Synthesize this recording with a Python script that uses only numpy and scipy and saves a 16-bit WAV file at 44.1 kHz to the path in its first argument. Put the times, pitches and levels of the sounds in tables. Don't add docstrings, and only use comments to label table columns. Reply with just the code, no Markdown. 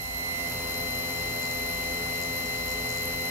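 import sys
import numpy as np
from scipy import signal
from scipy.fft import rfft, irfft
from scipy.io import wavfile

SR = 44100
rng = np.random.default_rng(int(sys.argv[2]) if len(sys.argv) > 2 else 0)


def digitize_waveform(pressure):
    field = np.atleast_2d(pressure).T
    bounded = np.clip(field, -1, 1)
    quanta = np.round(bounded * 32767).astype(np.int16)
    wavfile.write(sys.argv[1], SR, quanta)


N = 145530

# time in seconds, turns per second.
SPEED = [(0.0, 85.608), (0.5, 85.63), (1.0, 85.659), (1.6, 85.656), (2.2, 85.599), (2.8, 85.584),
         (3.3, 85.492)]
# frequency in Hz, change in dB.
START = [(80, 0.5), (440, -11.5), (780, -3), (1500, -7), (14000, -4)]
SETTLE_S = 0.52
WAVER_DB, WAVER_HZ = 2.1, 9


def amp(db):
    return 10 ** (np.asarray(db) / 20)


def evened(x):
    return x / np.sqrt(np.mean(x ** 2) + 1e-20)


def along(s, value):
    return np.interp(np.arange(N) / SR, s, value)


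def band(x, hz, width_hz):
    f = np.fft.rfftfreq(x.shape[-1], 1 / SR)
    return irfft(rfft(x) / (1 + (2 * (f - hz) / width_hz) ** 2), x.shape[-1])


def slow(hz):
    return evened(band(rng.standard_normal(N), 0, 2 * hz))


def tone(turns, left_db, right_db, lead_rad):
    angle = 2 * np.pi * (turns + rng.random())
    left = amp(left_db) * np.cos(angle + lead_rad)
    right = amp(right_db) * np.cos(angle)
    return np.sqrt(2) * np.array([left, right])


def settle(hz):
    at_hz, db = np.transpose(START)
    start = amp(np.interp(np.log(hz), np.log(at_hz), db))
    return start + (1 - start) * along([0, SETTLE_S], [0, 1])


def hum(turns):
    # multiple, left in dB, right in dB, left lead in rad.
    low_orders = [(1, -46.5, -55, 0.6), (2, -49, -50, 0.46), (3, -47, -48.5, 0), (4, -55, -60, 0.5),
                  (5, -47.5, -50.5, 0), (6, -47, -48, -0.42), (7, -47, -57, -2.3), (8, -44.5, -85, 2.5),
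                  (9, -67.5, -45.5, 2.5), (11, -60.5, -59.5, -0.1), (12, -53.5, -55.5, -1.1)]
    high_multiples = [17, 32, 36, 30, 60, 64, 68, 72]
    # left in dB, right in dB.
    high_orders = [(-64, -55.5), (-51.5, -53), (-52, -63), (-61, -66), (-68, -52.5), (-68, -52.5),
                   (-62, -76), (-50, -78)]
    drift = {5: 1.2, 6: 0.85, 8: -1}
    high_lead_rad = -2.37
    rows = list(low_orders)
    rows += [(k, *row, high_lead_rad) for k, row in zip(high_multiples, high_orders)]
    waver = amp(WAVER_DB * slow(WAVER_HZ))
    t = (np.arange(N) - N / 2) / SR
    orders = np.zeros((2, N))
    for k, left_db, right_db, lead_rad in rows:
        partial = tone(round(k) * turns, left_db, right_db, lead_rad)
        partial *= np.roll(waver, rng.integers(N))
        partial *= settle(k * SPEED[0][1])
        orders += partial * amp(drift.get(round(k), 0) * t)

    comb, size = np.arange(13, 131), 8192
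    db = -70 + 5 * (comb % 4 == 0) - 6 * comb / comb[-1]
    db = db + 4.5 * rng.standard_normal((2, len(comb)))
    lines = amp(db) * np.exp(2j * np.pi * rng.random(db.shape))
    lines = np.pad(lines, ((0, 0), (comb[0], 0)))
    one_turn = irfft(lines, size) * size / np.sqrt(2)
    repeated = one_turn[:, (turns % 1 * size).astype(int)]

    bench_hz, bench_db, bench_waver_db = 55.5, -53.5, 4.5
    bench = tone(bench_hz * t, bench_db, bench_db, 0) * amp(bench_waver_db * slow(WAVER_HZ / 2))
    return orders + repeated + bench


def whine(turns):
    # time in seconds, 24th left in dB,
    # 24th right in dB, 24th left lead in rad, 48th left in dB, 48th right in dB.
    pole_path = [(0, -40, -36, 2.6, -58, -42), (.3, -37, -30.5, 3.4, -52, -38),
                 (.46, -49, -30.5, 2.2, -43.5, -48), (.55, -39, -36.5, 0.73, -42, -40),
                 (.7, -34, -44, 1.2, -41.5, -38.5), (1, -32, -42, 2.04, -43, -38),
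                 (1.4, -31.5, -42, 0.73, -50, -37), (2, -31.5, -39.5, 1.4, -51, -38),
                 (3.3, -32, -39.5, 1.5, -47, -37.5)]
    lead_48_rad = -2.3
    cage_per_turn = .402
    cage_db, half_cage_db = -30, -30
    s, *columns = np.transpose(pole_path)
    left_24, right_24, lead_24, left_48, right_48 = [along(s, c) for c in columns]
    cage = 2 * np.pi * cage_per_turn * turns
    wobble = 1 + 2 * amp(cage_db) * np.cos(cage) + 2 * amp(half_cage_db) * np.cos(cage / 2)
    wobble = wobble + 0.069 * slow(25)
    poles = tone(24 * turns, left_24, right_24, lead_24)
    poles = poles + tone(48 * turns, left_48, right_48, lead_48_rad)
    return wobble * poles


def spells(table, rest_db, spell_s):
    t = np.arange(0, N, 200) / SR
    swells = sum(amp(db) * np.exp(-.5 * ((t - s) / spell_s) ** 2) for s, db in table)
    return np.transpose([t, 20 * np.log10(amp(rest_db) + swells)])


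def bursts(turns, turn, jitter_turns, strength, spread_db, rise_s, bands):
    at = np.flatnonzero(np.diff(np.floor(turns - turn)))
    chance = 2 * np.tanh(rng.standard_normal((len(at), 2 + 4 * len(bands))) / 2)
    level_db = along(*np.transpose(strength))[at] + spread_db * chance[:, 0]
    at = np.maximum(at + chance[:, 1] * jitter_turns * SR / SPEED[0][1], 0).astype(int)
    half = 200
    t = np.arange(-half, half) / SR
    out = np.zeros((2, N + 4 * half))
    where = at[:, None] + np.arange(len(t))
    width_s = rise_s * np.where(t > 0, 2.2, 1)
    for k, (hz, scatter_hz, left_db, right_db) in enumerate(bands):
        pitch, phase, apart, size = chance[:, 2 + 4 * k:6 + 4 * k].T[..., None]
        angle = 2 * np.pi * (hz + scatter_hz * pitch) * t + 9 * phase
        shape = amp(level_db[:, None] + 2 * size) * np.exp(-.5 * (t / width_s) ** 2)
        np.add.at(out[0], where, amp(left_db) * shape * np.cos(angle))
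        np.add.at(out[1], where, amp(right_db) * shape * np.cos(angle + 0.44 * apart))
    return out[:, half:N + half]


def chirp(turns):
    # peak in seconds, level in dB before band offset and scatter.
    chirp_spells = [(.02, -59), (.16, -50.5), (.52, -43.5), (.7, -51), (.8, -50), (.88, -47), (1, -45.5),
                    (1.13, -51), (1.38, -48.5), (1.57, -43.5), (1.69, -48), (1.78, -48), (1.92, -51),
                    (2.17, -52), (2.38, -44), (2.5, -53), (2.68, -48.5), (2.85, -50), (3.05, -42),
                    (3.17, -45.5), (3.27, -48.5)]
    # centre in Hz, scatter in Hz, left offset in dB, right offset in dB.
    chirp_bands = [(11410, 87, 7, 6.5), (11970, 180, -10, 12), (13400, 1000, 0, -5)]
    strength = spells(chirp_spells, rest_db=-51, spell_s=0.026)
    return bursts(turns, turn=.685, jitter_turns=.028, strength=strength,
                  spread_db=3.5, rise_s=.0006, bands=chirp_bands)


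def knock(turns):
    # peak in seconds, level in dB before band offset and scatter.
    knock_spells = [(.49, -35), (.72, -37), (1.17, -38), (1.45, -34), (1.52, -33), (1.77, -40), (1.95, -45),
                    (2.22, -34), (2.45, -37), (2.57, -35), (2.71, -31.5), (2.92, -28), (3.0, -31)]
    # centre in Hz, scatter in Hz, left offset in dB, right offset in dB.
    knock_bands = [(5300, 200, -7, -5), (7050, 200, -1.5, -10)]
    strength = spells(knock_spells, rest_db=-42, spell_s=0.024)
    return bursts(turns, turn=.59, jitter_turns=.055, strength=strength,
                  spread_db=4.5, rise_s=.00022, bands=knock_bands)


def hiss():
    # frequency in Hz, left in dB per Hz, right in dB per Hz.
    floor_rows = [(44, -76, -75), (155, -75, -72), (620, -77, -76.5), (1110, -72.5, -76.5),
                  (1670, -83.5, -79.5), (1850, -75.5, -75), (3150, -76.5, -81.5), (3290, -84.5, -87),
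                  (3920, -75.5, -76.5), (5440, -80.5, -78), (7750, -81, -89.5), (8840, -89.5, -84.5),
                  (10600, -80, -80.5), (11800, -80, -75), (13900, -82.5, -84), (15700, -84, -90)]
    # frequency in Hz, likeness from 0 to 1, left lead in rad.
    likeness_rows = [(283, 1, 0.17), (1220, 0.67, -1.56), (2970, 0.33, -2), (5200, 0.86, -4.5),
                     (8000, 0.63, -4.5)]
    # centre in Hz, width in Hz, left in dB, right in dB.
    bench_rings = [(57.3, 16, -54.5, -61), (122, 5.7, -52.5, -53), (237, 10.4, -57, -56),
                   (414, 11, -64.5, -59.5)]
    # width in Hz, left in dB, right in dB.
    high_ring = (45, -54, -59)
    high_ring_hz = 10700
    f = np.fft.rfftfreq(N, 1 / SR) + 1
    log_f = np.log(f)

    at_hz, same, lead_rad = np.transpose(likeness_rows)
    same = np.clip(np.interp(log_f, np.log(at_hz), same), 0, 1)
    lag = np.exp(-1j * np.interp(log_f, np.log(at_hz), lead_rad))
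    left, other = rfft(rng.standard_normal((2, N)))
    right = same * left * lag + np.sqrt(1 - same ** 2) * other

    hz, left_db, right_db = np.transpose(floor_rows)
    gain = amp([np.interp(log_f, np.log(hz), db) for db in (left_db, right_db)])
    gain = gain * np.sqrt(SR / 2) / (1 + (35 / f) ** 4)
    for hz, width_hz, l_db, r_db in list(bench_rings) + [(high_ring_hz, *high_ring)]:
        bell = np.sqrt(2 * SR / np.pi / width_hz) / (1 + (2 * (f - hz) / width_hz) ** 2)
        gain += amp([[l_db], [r_db]]) * bell

    spectrum = gain * np.array([left, right])
    at_hz, db = np.transpose(START)
    steady = irfft(spectrum, N)
    start = irfft(spectrum * amp(np.interp(log_f, np.log(at_hz), db)), N)
    return start + (steady - start) * along([0, SETTLE_S], [0, 1])


def scene():
    turns = np.cumsum(along(*np.transpose(SPEED))) / SR
    return hum(turns) + whine(turns) + chirp(turns) + knock(turns) + hiss()


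def record(dry):
    edge_hz = 15800
    lowpass = signal.firwin(1023, edge_hz, window=("kaiser", 9), fs=SR)
    return signal.oaconvolve(dry, lowpass[None], "same")


dry = scene()
out = record(dry)
digitize_waveform(out)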